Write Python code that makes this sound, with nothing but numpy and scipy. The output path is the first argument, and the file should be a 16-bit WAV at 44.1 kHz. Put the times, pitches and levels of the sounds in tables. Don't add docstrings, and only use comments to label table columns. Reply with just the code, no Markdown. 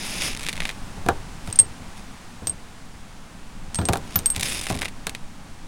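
import sys
import numpy as np
from scipy import signal
from scipy.fft import rfft, irfft, next_fast_len
from scipy.io import wavfile
from scipy.ndimage import uniform_filter1d

SR = 44100
rng = np.random.default_rng(int(sys.argv[2]) if len(sys.argv) > 2 else 0)


def waveform_to_disk(signal):
    frames = np.transpose(np.atleast_2d(signal))
    scaled = np.clip(frames, -1, 1) * 32767
    samples = np.round(scaled).astype(np.int16)
    wavfile.write(sys.argv[1], SR, samples)


N = 250114
TIME = np.arange(N) / SR
CUTOFF_HZ = 17000

# t/s, box level/dB, table level/dB, contact hardness/(dB per octave), rim snap level/dB
KNOCKS = [(.970, -33, -29, -1, -40), (1.0633, -17, -24.5, -6, -22.5), (1.0872, -1.5, -18, 0, -10.5),
          (1.475, -30, -25.5, 5.5, -26), (1.599, -27.5, -25.5, -2.5, -30), (2.42, -36, -30, -6.5, -45),
          (2.471, -28.5, -29.5, -5.5, -30), (3.788, -20.5, -14.5, 7, -22), (3.815, -29, -24, 9, -36),
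          (3.8877, -8, -11.5, -1.5, -7), (3.9338, -10.5, -29, -1, -7.5), (3.957, -15.5, -42, 0, -21),
          (4.1577, -19.5, -20, 8, -21), (4.3631, -29, -23, -3, -9), (4.397, -33, -31, 9, -13),
          (4.7019, -13.5, -18.5, -5.5, -14), (4.710, -16.5, -28, -4.5, -18), (4.753, -26.5, -23.5, -5, -31),
          (4.819, -23, -32, 3.5, -20), (5.0691, -17.5, -35, 1, -8.5)]
# t/s, level/dB
FIRST_DRAG = [(0, -34.5), (.06, -31.5), (.2, -31), (.24, -25), (.28, -28.5), (.35, -40.5), (.5, -40.5),
              (.56, -53), (.665, -39.5), (.74, -60)]
SECOND_DRAG = [(4.33, -50), (4.39, -43), (4.44, -28), (4.56, -30), (4.66, -35.5), (4.71, -34.5),
               (4.78, -41), (4.84, -33), (4.90, -60)]


def from_db(db):
    return 10 ** (np.asarray(db) / 20)


def rms_one(x):
    return x / np.sqrt(np.mean(x ** 2) + 1e-20)


def add(track, s, sound):
    at = max(round(s * SR), 0)
    track[at:at + len(sound)] += sound[:N - at]


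def drift(rate):
    return rms_one(np.interp(TIME * rate, np.arange(3000), rng.standard_normal(3000)))


def colour(x, spectrum, tilt_db=0):
    size = 2 * next_fast_len(len(x))
    hz = np.maximum(np.arange(size // 2 + 1) * SR / size, 1)
    points = np.array(spectrum)
    db = np.interp(np.log(hz), np.log(points[:, 0]), points[:, 1])
    db = db + tilt_db * np.tanh(np.log(hz / 4000))
    cepstrum = irfft(np.log(from_db(db)))[:size // 2]
    cepstrum[1:] *= 2
    response = np.exp(rfft(cepstrum, size))
    return irfft(rfft(x, size) * response)[:len(x)]


def decay(t, t60):
    return from_db(-60 * t / t60)


def mode(t, hz, t60):
    return np.sin(2 * np.pi * hz * t) * decay(t, t60)


def contact(spectrum, tilt_db, crush, crush_t60, tail_db, tail_t60):
    t = TIME[:4096]
    scatter = from_db(tail_db) * decay(t, tail_t60)
    rise = 1 - np.exp(-t / 0.00031)
    push = rng.standard_normal(len(t)) * crush * (decay(t, crush_t60) + scatter) * rise
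    push[10] += 1
    hz = np.geomspace(100, CUTOFF_HZ, 64)
    power = uniform_filter1d(np.abs(rfft(push)) ** 2, size=60)
    uneven_db = 10 * np.log10(np.interp(hz * len(t) / SR, np.arange(len(power)), power))
    even_push = colour(push, np.column_stack([hz, -uneven_db]))
    sound = colour(even_push, spectrum, tilt_db)
    return 3 * sound / np.linalg.norm(sound)


def outdoors():
    # f/Hz, level/dB (relative within each band)
    background_colour = [(14, -0.5), (30, -10), (50, -15), (100, -18), (130, -20.5), (175, -18),
                         (260, -23.5), (380, -33.5), (620, -33), (800, -28.5), (1050, -30.5), (4000, -39.5),
                         (9400, -43.5), (12500, -56)]
    # t/s, level/dB
    air_level = [(0, -35), (.7, -35), (1.3, -34.5), (2.5, -40.5), (3.3, -39.5), (4.25, -33.5), (5.2, -37.5),
                 (5.67, -36.5)]
    # t/s, level/dB
    wash_level = [(0, -42), (.85, -43.5), (1.95, -45), (2.9, -48), (3.6, -48), (4.1, -44), (5.3, -48)]
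    noise = colour(rng.standard_normal(N), background_colour)
    low = signal.sosfilt(signal.butter(2, 300, "low", fs=SR, output="sos"), noise)
    high = signal.sosfilt(signal.butter(2, 300, "high", fs=SR, output="sos"), noise)
    air_db = np.interp(TIME, *np.transpose(air_level)) + 1.65 * drift(17)
    wash_db = np.interp(TIME, *np.transpose(wash_level))
    return rms_one(low) * from_db(air_db) - rms_one(high) * from_db(wash_db)


def grains(per_s, spread_db):
    sizes = from_db(spread_db * np.minimum(rng.exponential(1, N), 4.5)) * rng.choice([-1, 1], N)
    return sizes * (rng.random(N) < per_s / SR)


def drags():
    # f/Hz, level/dB (relative)
    rasp_colour = [(150, -0.5), (1400, -11), (2000, -3.5), (2550, 1), (3200, -4), (3650, 0), (4200, -8.5),
                   (5050, 0), (5950, -4), (6600, -2.5), (9000, -19), (16000, -41.5)]
    # f/Hz, level/dB (relative)
    grit_colour = [(500, -24), (4500, -21.5), (7000, -2), (9800, 2), (12000, -13), (16000, -19.5)]
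    # t/s of the fastest moment, length/s, rasp level/dB, grit against rasp level/dB
    nudges = [(1.495, .17, -44, -1.5), (1.985, 0.064, -46, -2.5), (4.15, 0.23, -40.5, -6)]
    nudge_swell_db, nudge_stick_db = 15.5, 6
    first_grit_db, second_grit_db = -5.5, -3
    first_smooth_db, second_smooth_db = -31.5, -27
    stick_db_per_db, drag_stick_db = 1.0, 12
    roll_db, rolls_per_s = 1.5, 66

    slips = grains(per_s=12000, spread_db=2.5)
    rasp = rms_one(colour(slips, rasp_colour) * from_db(roll_db * drift(rolls_per_s)))
    grit = rms_one(colour(slips, grit_colour) * from_db(roll_db * drift(rolls_per_s)))
    bunches = np.minimum(drift(380), 2.2)

    def slide(curve, grit_db, smooth_db, max_stick_db):
        s, db = np.transpose(curve)
        speed_db = np.interp(TIME, s, db)
        stick_db = np.clip(stick_db_per_db * (smooth_db - speed_db), 0, max_stick_db)
        grip = from_db(stick_db * bunches)
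        grip /= np.sqrt(uniform_filter1d(grip ** 2, size=1300))
        moving = (TIME > s[0]) & (TIME < s[-1])
        return moving * grip * from_db(speed_db) * (rasp + from_db(grit_db) * grit)

    out = slide(FIRST_DRAG, first_grit_db, first_smooth_db, drag_stick_db)
    out += slide(SECOND_DRAG, second_grit_db, second_smooth_db, drag_stick_db)
    for s, length, db, grit_db in nudges:
        edge_db = db - nudge_swell_db
        swell = [(s - length / 2, edge_db), (s, db), (s + length / 2, edge_db)]
        out += slide(swell, grit_db, second_smooth_db, nudge_stick_db)
    return out


def snap(db, tilt_db):
    # f/Hz, level/dB (relative)
    snap_colour = [(100, -17.5), (500, -7.5), (1450, -6.5), (2000, 4), (2480, 4.5), (3100, -1), (3700, 2.5),
                   (5000, -6.5), (9500, -6.5), (12500, -18), (16000, -23)]
    return from_db(db) * contact(snap_colour, tilt_db, crush=0.21, crush_t60=0.0075,
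                                 tail_db=-12.5, tail_t60=0.053)


def catches():
    catches_per_s, catch_below_db = 42, -31.5
    catch_db, spread_db, tilt_spread_db = -21.5, 1, 1
    out = np.zeros(N)
    for drag in (FIRST_DRAG, SECOND_DRAG):
        s, speed_db = np.transpose(drag)
        times = s[0] + np.cumsum(rng.gamma(3, 1 / 3, size=60)) / catches_per_s
        for at, (strength, tilt) in zip(times, rng.standard_normal((len(times), 2))):
            sound = snap(catch_db + spread_db * strength, tilt_spread_db * tilt)
            if at < s[-1] and np.interp(at, s, speed_db) < catch_below_db:
                add(out, at, sound)
    return out


def snaps():
    # t/s, level/dB, treble tilt/dB
    hard_catches = [(.221, -9.5, 1), (.283, -18.5, -11), (.432, -18.5, 5), (.466, -14, -1), (.476, -18, -2),
                    (.487, -8, -2.5), (.493, -10.5, 0), (.529, -15.5, 1), (.578, -17.5, -6),
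                    (.604, -8, -5.5), (.621, -14, -12), (.654, -8, -6), (.692, -12, -3.5),
                    (.702, -16.5, -11), (3.927, -20, 10), (3.972, -19, 10), (4.41, -9.5, 8),
                    (4.4318, -5.5, 4), (4.669, -12.5, -6), (4.819, -9, -7.5), (4.831, -13, -18),
                    (4.856, -10, -7), (4.882, -21, -6), (5.095, -15, 4), (5.150, -14, -2.5)]
    rim_tilt_db = 5.5
    rims = [(s, rim_db, rim_tilt_db) for s, *_, rim_db in KNOCKS]
    out = np.zeros(N)
    for s, db, tilt_db in [*hard_catches, *rims]:
        add(out, s - .0005, snap(db, tilt_db))
    return out


def knocks():
    # f/Hz, level/dB, t60/s
    box_modes = [(458, -21, .09), (540, -22, .07), (703, -13, .07), (798, -14, .095), (960, -23, .06),
                 (1175, -16, .05), (1410, -17, .04), (1680, -19, .035), (2420, -23, .025)]
    # f/Hz, level/dB, t60/s
    table_modes = [(77, -8.5, 0.36), (100.2, -5.5, 0.16), (120, -8.5, .13), (166.4, -9, 0.16),
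                   (210.7, -20, 0.16)]
    # f/Hz, level/dB
    thud_colour = [(60, -7), (180, -6), (380, 1), (520, 1), (780, 1), (1100, -3), (1720, -4.5), (2000, -26),
                   (3500, -19), (9000, -49.5)]
    rumble_colour = [(50, -9.5), (110, -1.5), (420, -8.0), (1000, -16.5), (4000, -49.5)]  # f/Hz, level/dB
    out, t = np.zeros(N), TIME[:SR // 2]
    for s, box_db, table_db, hardness, _ in KNOCKS:
        box = np.zeros(len(t))
        for k, (hz, level, t60) in enumerate(box_modes):
            gain = from_db(level + hardness * np.log2(hz / 800) + rng.normal(0, 1))
            box += (-1) ** k * gain * mode(t, hz * rng.normal(1, 0.007), t60)
        table = np.zeros(len(t))
        for k, (hz, level, t60) in enumerate(table_modes):
            gain = from_db(level + rng.normal(0, 1))
            table += (-1) ** k * gain * mode(t, hz * rng.normal(1, 0.0186), t60)
        push = 1.65 * rng.standard_normal(len(t)) * decay(t, 0.1)
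        push[0] += 22
        thud = colour(push, [(hz, db + hardness * np.log2(hz / 800)) for hz, db in thud_colour])
        rumble = colour(rng.standard_normal(len(t)) * decay(t, 0.37), rumble_colour)
        box_sound = from_db(box_db) * (box + from_db(-5.5) * thud)
        low_sound = from_db(table_db) * (table + from_db(10.5) * rumble)
        add(out, s, box_sound + low_sound)
    return out


def clinks():
    # t/s, shell tone level/dB, shell tone f/Hz, t60/s, upper mode level/dB, tick level/dB
    blows = [(1.527, -13.5, 8430, .022, -45, -20), (1.558, -17, 8800, 0.026, -54, -21),
             (1.589, -1.5, 8500, .082, -41, -8.5), (1.599, -1.5, 8500, 0.0485, -41, -8.5),
             (1.614, -16.5, 8472, 0.087, -41, -34), (2.4714, -13.5, 8400, .058, -30, -11.5),
             (2.4953, -16, 8480, 0.063, -48, -25), (3.746, -18.5, 8440, .021, -47, -14.5),
             (3.756, -20.5, 8420, .15, -54, -14.5), (3.854, -17.5, 8430, .076, -55, -14.5),
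             (4.1578, -47, 8400, .08, -9.5, -10), (4.19, -17, 8200, .008, -46, -15),
             (4.259, -6, 8420, 0.073, -23, -10), (4.3015, -14, 8470, 0.098, -30, -18)]
    # f/Hz, level/dB, t60/s
    neighbours = [(8530, -9.5, 0.031), (7920, -27.5, .026)]
    # f/Hz, level/dB (relative)
    tick_colour = [(200, -13), (2000, -4), (4000, 0), (6500, 3), (8000, -4), (9300, 3.5), (10800, -12.5),
                   (12500, -20), (16000, -17)]
    upper_hz, upper_t60_s = 14155, 0.066
    out, t = np.zeros(N), TIME[:SR // 4]
    next_blows = [row[0] for row in blows[1:]] + [TIME[-1]]
    for (s, db, hz, t60, upper_db, tick_db), next_s in zip(blows, next_blows):
        pair = mode(t, hz, t60) + 0.12 * mode(t, hz + rng.uniform(-130, 130), t60)
        other = sum(from_db(level) * mode(t, near_hz * rng.normal(1, .006), near_t60)
                    for near_hz, level, near_t60 in neighbours)
        shell = from_db(db) * (pair + other)
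        upper = from_db(upper_db) * mode(t, upper_hz, upper_t60_s)
        held = np.clip((next_s - s - t) / 0.00099, 0, 1)
        rocking = from_db(2.154 * np.interp(t * 250, np.arange(100), rng.standard_normal(100)))
        onset = 1 - np.exp(-t / .0005)
        add(out, s, (shell * held + upper) * rocking * onset)
        tick = contact(tick_colour, 0, crush=0.22, crush_t60=0.0088, tail_db=-13.5, tail_t60=0.067)
        add(out, s - .0003, from_db(tick_db) * tick)
    return out


def scene():
    return (outdoors() + drags() + catches() + snaps() + knocks() + clinks())[None]


def record(dry):
    clipped = np.clip(dry, -.95, .95)
    return signal.sosfilt(signal.cheby2(20, 80, CUTOFF_HZ, fs=SR, output="sos"), clipped)


dry = scene()
out = record(dry)
waveform_to_disk(out)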